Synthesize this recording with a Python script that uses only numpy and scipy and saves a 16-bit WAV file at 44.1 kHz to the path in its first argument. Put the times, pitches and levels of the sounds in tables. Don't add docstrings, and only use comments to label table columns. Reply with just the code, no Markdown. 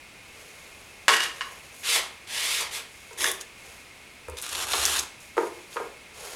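import sys
import numpy as np
from scipy import signal
from scipy.fft import rfft, irfft
from scipy.io import wavfile

SR = 44100
rng = np.random.default_rng(int(sys.argv[2]) if len(sys.argv) > 2 else 0)


def dump(signal):
    limited = np.clip(np.atleast_2d(signal).T, -1, 1)
    pcm = np.round(limited * 32767).astype(np.int16)
    wavfile.write(sys.argv[1], SR, pcm)


N = 280035
TIME_S = np.arange(N) / SR

# f/Hz, t60/s
ROOM_T60 = [(200, 0.5), (500, 0.51), (2000, 0.45), (5000, 0.41), (12000, 0.3)]
# f/Hz, level/dB
AIR_TONE = [(20, -7.5), (45, -2), (70, 3), (110, -2), (200, -3.5), (400, -4), (800, -5.5), (1500, -6.5),
            (2400, -4), (3500, -8), (6000, -13.5), (10500, -15), (13000, -24), (17000, -32)]
# f/Hz, width/Hz, level/dB
AIR_RINGS = [(2171, 82, 6.5), (2440, 40, 7), (2610, 43, 4.5)]
# t/s, swell/s, hold/s, fade/(dB/s), level/dB, high-pass f/Hz
SLEEVE_MOVES = [(.2, 0.27, .1, 13, -52, 150), (1.33, 0.029, 0.076, 26, -49, 400),
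                (1.735, 0.05, 0.064, 135, -45, 9000), (2.88, .05, 0.18, 50, -52.5, 2970),
                (3.402, .002, 0.0084, 900, -35.5, 2500), (3.55, .14, .03, 57, -50, 400),
                (5.198, 0.01, 0.0079, 114, -45, 5000), (5.364, .005, 0.018, 43, -44, 1500),
                (5.695, 0.045, .008, 90, -46, 2200), (6.13, 0.15, 0.096, 100, -41, 100)]
# f/Hz, level/dB
CLOTH_TONE = [(200, -34), (420, 13.5), (700, 7), (1100, 6), (2500, 1), (5000, 1), (9000, -1), (12000, -4),
              (16500, -23)]
# f/Hz, width/Hz, level/dB
RUSTLE_RINGS = [(3200, 300, -13), (6630, 160, 3.5), (10140, 340, -1), (12600, 510, -15)]
# t/s, level/dB, main ring f/Hz, low-pass f/Hz
CLAPS = [(1.0817, 11, 337, 15300), (1.0836, 8.5, 480, 4930), (1.0912, 9, 920, 7000),
         (1.167, 1, 1680, 16000), (1.409, -1.5, 1030, 4570), (1.4155, -5, 1060, 5160),
         (3.2425, 1.5, 1220, 3200), (3.2565, -3.5, 1900, 5000)]
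# t/s, rise/s, hold/s, hiss level/dB, body re hiss before lean/dB
SKIDS = [(1.094, .004, .047, -23, -0.5), (1.192, 0.035, 0.0056, -25, -12.5)]
# f/Hz, width/Hz, level/dB
PIECE_MODES = [(970, 68, -11), (1100, 70, -2.5), (1300, 50, -2.5), (1700, 135, 1), (1864, 80, 3),
               (2220, 110, -11), (2850, 70, 5), (4600, 340, -24)]
# f/Hz, level/dB
CLAP_TONE = [(88, -56), (150, -41), (256, -20.5), (373, -15.5), (599, -15), (1300, -9), (2590, -10.5),
             (2860, -7.5), (3930, -13), (9770, -19), (12900, -27), (15400, -39), (17000, -66)]
# f/Hz, level/dB, t60/s
BOARD_MODES = [(308, -6, 0.48), (376, -3.5, 0.56), (404, 3, 0.32), (452.8, 4, 0.3), (476, -10.5, 0.51),
               (547, -15, 0.64), (631, -7, 0.35), (735, -22.5, 0.11), (907, -2.5, 0.18), (942, 0, 0.25),
               (990, -11, 0.41), (1040, -11, 0.63), (1360, 2, 0.15), (1236, 3.5, 0.14), (1597, -4, 0.22)]
# t/s, rise/s, hold/s, hiss level/dB, body re hiss before lean/dB, treble at full speed/dB
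WIPES = [(1.829, 0.13, 0.0046, -22, -14.5, 0.5), (2.266, .2, .15, -28, -14, -0.5),
         (2.704, 0.057, 0.016, -35, -14.5, 3.5)]
# f/Hz, level/dB
WIPE_TONE = [(130, -29), (250, -33), (360, -14), (500, -9), (700, -9), (1070, -6), (1400, -8), (2200, -2),
             (3400, -1), (5500, -6), (10600, -8.5), (14700, -21), (17000, -46)]
# t/s, rise/s, hold/s, hiss level/dB, body re hiss before lean/dB
SCUFFS = [(3.17, 0.068, 0.043, -27.5, -10)]
# f/Hz, level/dB
SCUFF_TONE = [(130, -53), (220, -17), (366, -5), (655, -5.5), (1110, -8), (1380, -16), (1990, -6),
              (2660, -18), (3560, -9), (4190, -20), (5600, -9), (7640, -14), (10000, -7.5), (12000, -14.5),
              (17000, -36)]
# t/s, swell/s, hold/s, level/dB
FLOOR_FLEXES = [(3.09, 0.15, 0.072, -56), (4.275, 0.018, 0.012, -43), (4.51, 0.074, 0.4, -49.5)]
# t/s, level/dB, main ring f/Hz, low-pass f/Hz
KNOCKS = [(3.111, -25.5, 462, 1300), (3.129, -31, 480, 900), (4.2845, -14, 500, 970),
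          (4.7365, -6.5, 674, 2310), (5.3685, -5.5, 377, 1100), (5.3793, 1.5, 370, 1330),
          (5.7605, -14, 386, 920), (5.768, -6, 1210, 1900), (5.7735, -16.5, 460, 1900),
          (5.801, -10, 432, 794)]
# f/Hz, level/dB
KNOCK_TONE = [(120, -39), (220, -5), (300, -11), (380, -1.5), (470, 2.5), (650, -5.5), (1000, 0),
              (1400, -7.5), (2300, -7.5), (5000, -16), (12000, -25.5), (17000, -33)]
# t/s, level/dB, pitch f/Hz
TICKS = [(3.132, -19.5, 6800), (3.2082, 0, 3430), (3.243, 2.5, 6000), (3.316, -1, 10600),
         (3.405, -28, 6500), (3.412, -6.5, 6600), (4.284, -22, 9000), (4.299, -16.5, 9000),
         (4.3702, -18, 6040), (4.4162, -10, 9400), (4.424, -6, 9800), (4.492, -6, 7150), (4.551, 0.5, 3700),
         (4.632, -20, 4500), (4.734, 6.5, 3480), (4.8537, 11, 6000), (4.861, 2, 9000), (4.99, 5, 6070),
         (4.9949, 3, 7100), (5.7295, -14, 3500)]
# t/s, rise/s, hold/s, hiss level/dB, body re hiss before lean/dB
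SCRAPES = [(4.366, 0.0033, 0.018, -38, -14), (4.419, 0.0097, 0.089, -37.5, -11.5),
           (4.506, 0.13, 0.0063, -30.5, -7.5), (4.663, 0.11, 0.22, -27, -10)]
# f/Hz, level/dB
SCRAPE_TONE = [(130, -39), (220, -14.5), (279, -6.5), (322, -14), (366, -1), (517, -5.5), (667, 2.5),
               (772, 2), (1030, 0.5), (2470, -4), (3370, -3), (4510, -4.5), (6250, -7.5), (11200, -6.5),
               (17000, -35)]

AIR_DB = -48.5
TOUCH_SPEED, TOUCH_S = 0.11, 0.0074
LEAN_S = 0.016
BOARD_FADE_DB_PER_S, FLEX_FADE_DB_PER_S = 180, 190
TREBLE_FOLLOWS_SPEED = 0.4
BODY_SPLIT_HZ, CUTOFF_HZ = 1500, 17200
TINY = 1e-18


def from_db(db):
    return 10 ** (np.asarray(db) / 20)


def rms_one(x):
    return x / np.sqrt(np.mean(x ** 2) + 1e-20)


def unit_energy(x):
    return x / np.linalg.norm(x)


def at_hz(points, hz):
    f, value = np.transpose(points)
    return np.interp(np.log(np.maximum(hz, 1)), np.log(f), value)


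def cut(x, hz, kind, order=2):
    return signal.sosfilt(signal.butter(order, hz, kind, fs=SR, output="sos"), x + TINY)


def colour(x, tone):
    size = 4096
    bins_hz = np.arange(size // 2 + 1) * SR / size
    cepstrum = irfft(np.log(from_db(at_hz(tone, bins_hz))))
    cepstrum[1:size // 2] *= 2
    cepstrum[size // 2 + 1:] = 0
    pulse = irfft(np.exp(rfft(cepstrum)))
    return signal.oaconvolve(x, unit_energy(pulse))[:N]


def resonate(x, peaks):
    out = 0
    for hz, width_hz, db in peaks:
        b, a = signal.iirpeak(hz, hz / width_hz, fs=SR)
        out = out + from_db(db) * signal.lfilter(b, a, x + TINY)
    return out


def add(track, start_s, sound):
    start = round(start_s * SR)
    track[start:start + len(sound)] += sound[:N - start]


def motion(start_s, rise_s, hold_s, fade_db_per_s):
    t, speed = TIME_S[:2 * SR], np.zeros(N)
    rise = np.sin(np.pi / 2 * np.minimum(t / rise_s, 1))
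    gather = TOUCH_SPEED + (1 - TOUCH_SPEED) * rise
    fade = from_db(-fade_db_per_s * np.maximum(t - rise_s - hold_s, 0))
    add(speed, start_s, np.minimum(t / TOUCH_S, 1) * gather * fade)
    return speed


def friction(slips_per_s, spread_db, judder_db, judder_hz):
    sizes = from_db(spread_db * np.minimum(rng.exponential(1, N), 5)) * rng.standard_normal(N)
    grip = from_db(judder_db * rms_one(cut(rng.standard_normal(N), judder_hz, "low")))
    slipping = rng.random(N) < slips_per_s / SR
    return rms_one(sizes * slipping * grip)


def room(x, wet_db, build_s):
    t, edges_hz = TIME_S[:SR], 80 * 2 ** np.arange(9)
    white, hz = rfft(rng.standard_normal(SR)), np.arange(SR // 2 + 1)
    tail = np.zeros(SR)
    for low, high in zip(edges_hz, edges_hz[1:]):
        band = irfft(white * (hz >= low) * (hz < high), SR)
        tail += band * from_db(-60 * t / at_hz(ROOM_T60, np.sqrt(low * high)))
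    tail *= 1 - np.exp(-t / build_s)
    return x + from_db(wet_db) * signal.oaconvolve(x, unit_energy(tail))[:N]


def contact(crunch_db, t60_s):
    t = TIME_S[:SR // 4]
    crunch = rng.standard_normal(len(t)) * from_db(-60 * t / t60_s)
    click = t == 0
    return click + from_db(crunch_db) * unit_energy(crunch)


def blows(table, crunch_db, t60_s, ring_db):
    force = np.zeros(N)
    for start_s, db, ring_hz, top_hz in table:
        touch = cut(contact(crunch_db, t60_s), top_hz, "low")
        touch = cut(touch, ring_hz * 0.99, "high")
        ring = resonate(touch, [(ring_hz, ring_hz / 6, ring_db)])
        add(force, start_s, from_db(db) * (touch + ring))
    return force


def board(force):
    t = TIME_S[:SR // 2]
    ring = np.zeros(len(t))
    for k, (hz, db, t60_s) in enumerate(BOARD_MODES):
        ring += (-1) ** k * from_db(db - 60 * t / t60_s) * np.sin(2 * np.pi * hz * t)
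    return signal.oaconvolve(force, unit_energy(ring))[:N]


def strokes(rows, slips, tone, board_db, fade_db_per_s, lean_db):
    sound = colour(slips, tone)
    hiss = rms_one(cut(sound, BODY_SPLIT_HZ, "high", order=3))
    body = rms_one(cut(sound, BODY_SPLIT_HZ, "low", order=3))
    body = rms_one(body + from_db(board_db) * rms_one(board(slips)))
    out = np.zeros(N)
    for start_s, rise_s, hold_s, db, pressure_db in rows:
        lean = np.exp(np.minimum(TIME_S - start_s - rise_s - hold_s, 0) / LEAN_S)
        hiss_gain = motion(start_s, rise_s, hold_s, fade_db_per_s)
        body_gain = motion(start_s, rise_s, hold_s, BOARD_FADE_DB_PER_S)
        body_gain = body_gain * from_db(pressure_db + lean_db * lean)
        out += from_db(db) * (hiss_gain * hiss + body_gain * body)
    return out


def floor_bounce(x, delay_s, sway, sway_hz, bounce_db):
    knots_s = np.arange(0, TIME_S[-1] + 1, 1 / sway_hz)
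    wander = np.interp(TIME_S, knots_s, rng.uniform(-1, 1, len(knots_s)))
    delays_s = delay_s * np.exp(sway * wander)
    gain = from_db(bounce_db)
    return (x + gain * np.interp(TIME_S - delays_s, TIME_S, x)) / np.hypot(1, gain)


def far_wall(x, delay_s, echo_db, top_hz):
    echo = np.zeros(N)
    add(echo, delay_s, cut(room(x, wet_db=-15, build_s=0.00076), top_hz, "low"))
    return x + from_db(echo_db) * echo


def background():
    white = rng.standard_normal(N)
    return from_db(AIR_DB) * rms_one(colour(white + resonate(white, AIR_RINGS), AIR_TONE))


def sleeve():
    fibres = friction(slips_per_s=12000, spread_db=1.5, judder_db=1.0, judder_hz=35)
    rustle = rms_one(colour(fibres + resonate(fibres, RUSTLE_RINGS), CLOTH_TONE))
    out = np.zeros(N)
    for start_s, rise_s, hold_s, fade_db_per_s, db, low_hz in SLEEVE_MOVES:
        brush = cut(rustle, low_hz, "high", order=1)
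        out += from_db(db) * motion(start_s, rise_s, hold_s, fade_db_per_s) * brush
    return out


def falling_piece():
    force = blows(CLAPS, crunch_db=5.0, t60_s=0.044, ring_db=3.0)
    crack = colour(force + resonate(force, PIECE_MODES), CLAP_TONE)
    slips = friction(slips_per_s=8000, spread_db=2.3, judder_db=2.0, judder_hz=60)
    slips = slips + resonate(slips, PIECE_MODES)
    skid = strokes(SKIDS, slips, CLAP_TONE, board_db=-11.5, fade_db_per_s=400, lean_db=-6.0)
    return from_db(-7) * room(crack, wet_db=-5, build_s=0.00085) + room(skid, wet_db=-5, build_s=0.0028)


def palm_wipes():
    slips = friction(slips_per_s=26000, spread_db=1.0, judder_db=0.76, judder_hz=60.7)
    slips = slips + resonate(slips, [(1900, 520, -12), (3440, 260, -16)])
    rows = [row[:-1] for row in WIPES]
    wipes = strokes(rows, slips, WIPE_TONE, board_db=-12.0, fade_db_per_s=237, lean_db=8)
    treble = np.zeros(N)
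    for start_s, rise_s, hold_s, _, _, treble_db in WIPES:
        speed = motion(start_s, rise_s, hold_s, fade_db_per_s=300)
        treble = np.maximum(treble, from_db(treble_db) * speed ** TREBLE_FOLLOWS_SPEED)
    return wipes + (treble - 1) * cut(wipes, 7500, "high", order=1)


def palm_scuff():
    slips = friction(slips_per_s=11000, spread_db=1.0, judder_db=1.0, judder_hz=90)
    slips = slips + resonate(slips, [(350, 130, -3), (1050, 110, 0), (1900, 280, 1.5),
                                     (3320, 890, 4.5), (6600, 600, -3)])
    return strokes(SCUFFS, slips, SCUFF_TONE, board_db=-9, fade_db_per_s=258, lean_db=3)


def palm():
    near = floor_bounce(palm_wipes() + palm_scuff(), delay_s=0.000912, sway=0.41, sway_hz=7, bounce_db=-12.5)
    return room(near, wet_db=-9, build_s=0.0017)


def floor_flex():
    boom = resonate(rng.standard_normal(N), [(70.6, 8.9, 0)])
    boom = rms_one(resonate(boom, [(75.6, 94, 0)]))
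    weight = np.zeros(N)
    for start_s, rise_s, hold_s, db in FLOOR_FLEXES:
        weight += from_db(db) * motion(start_s, rise_s, hold_s, FLEX_FADE_DB_PER_S)
    return boom * weight


def knocks():
    ring = board(blows(KNOCKS, crunch_db=-22, t60_s=0.022, ring_db=-15.0))
    force = blows(KNOCKS, crunch_db=0, t60_s=0.038, ring_db=5)
    thud = far_wall(colour(force, KNOCK_TONE), delay_s=.053, echo_db=-4.5, top_hz=540)
    return from_db(4.5) * room(thud, wet_db=-3.5, build_s=0.0012) + from_db(7.5) * ring


def grit_ticks():
    grit = np.zeros(N)
    for start_s, db, hz in TICKS:
        snap = resonate(contact(crunch_db=-1.0, t60_s=0.037), [(hz, hz * 0.34, 0)])
        add(grit, start_s, from_db(db) * cut(snap, 13800, "low"))
    return from_db(2.5) * room(grit, wet_db=-10.5, build_s=0.00049)


def block_scrape():
    coarse = friction(slips_per_s=3200, spread_db=-0.5, judder_db=3.5, judder_hz=69.0)
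    fine = friction(slips_per_s=16000, spread_db=2.1, judder_db=-0.8, judder_hz=89.5)
    speed = np.zeros(N)
    for start_s, rise_s, hold_s, db, _ in SCRAPES:
        speed += from_db(db) * motion(start_s, rise_s, hold_s, fade_db_per_s=400)
    fine_share = np.clip(0.89 * speed / speed.max(), 0, 1)
    slips = np.sqrt(1 - fine_share) * coarse + np.sqrt(fine_share) * fine
    slips = slips + resonate(slips, [(3500, 370, -1.5), (6600, 1200, -4.5)])
    rasp = strokes(SCRAPES, slips, SCRAPE_TONE, board_db=-12.0, fade_db_per_s=420, lean_db=-1.0)
    rasp = floor_bounce(rasp, delay_s=0.000707, sway=0.21, sway_hz=9, bounce_db=-11.5)
    return room(rasp, wet_db=-10.5, build_s=0.00049)


def scene():
    mix = background() + sleeve() + falling_piece() + palm()
    mix = mix + floor_flex() + knocks() + grit_ticks() + block_scrape()
    return mix[None]


def record(dry):
    rounded = dry / (1 + dry ** 4) ** .25
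    return signal.sosfilt(signal.ellip(10, .1, 80, CUTOFF_HZ, fs=SR, output="sos"), rounded)


dry = scene()
out = record(dry)
dump(out)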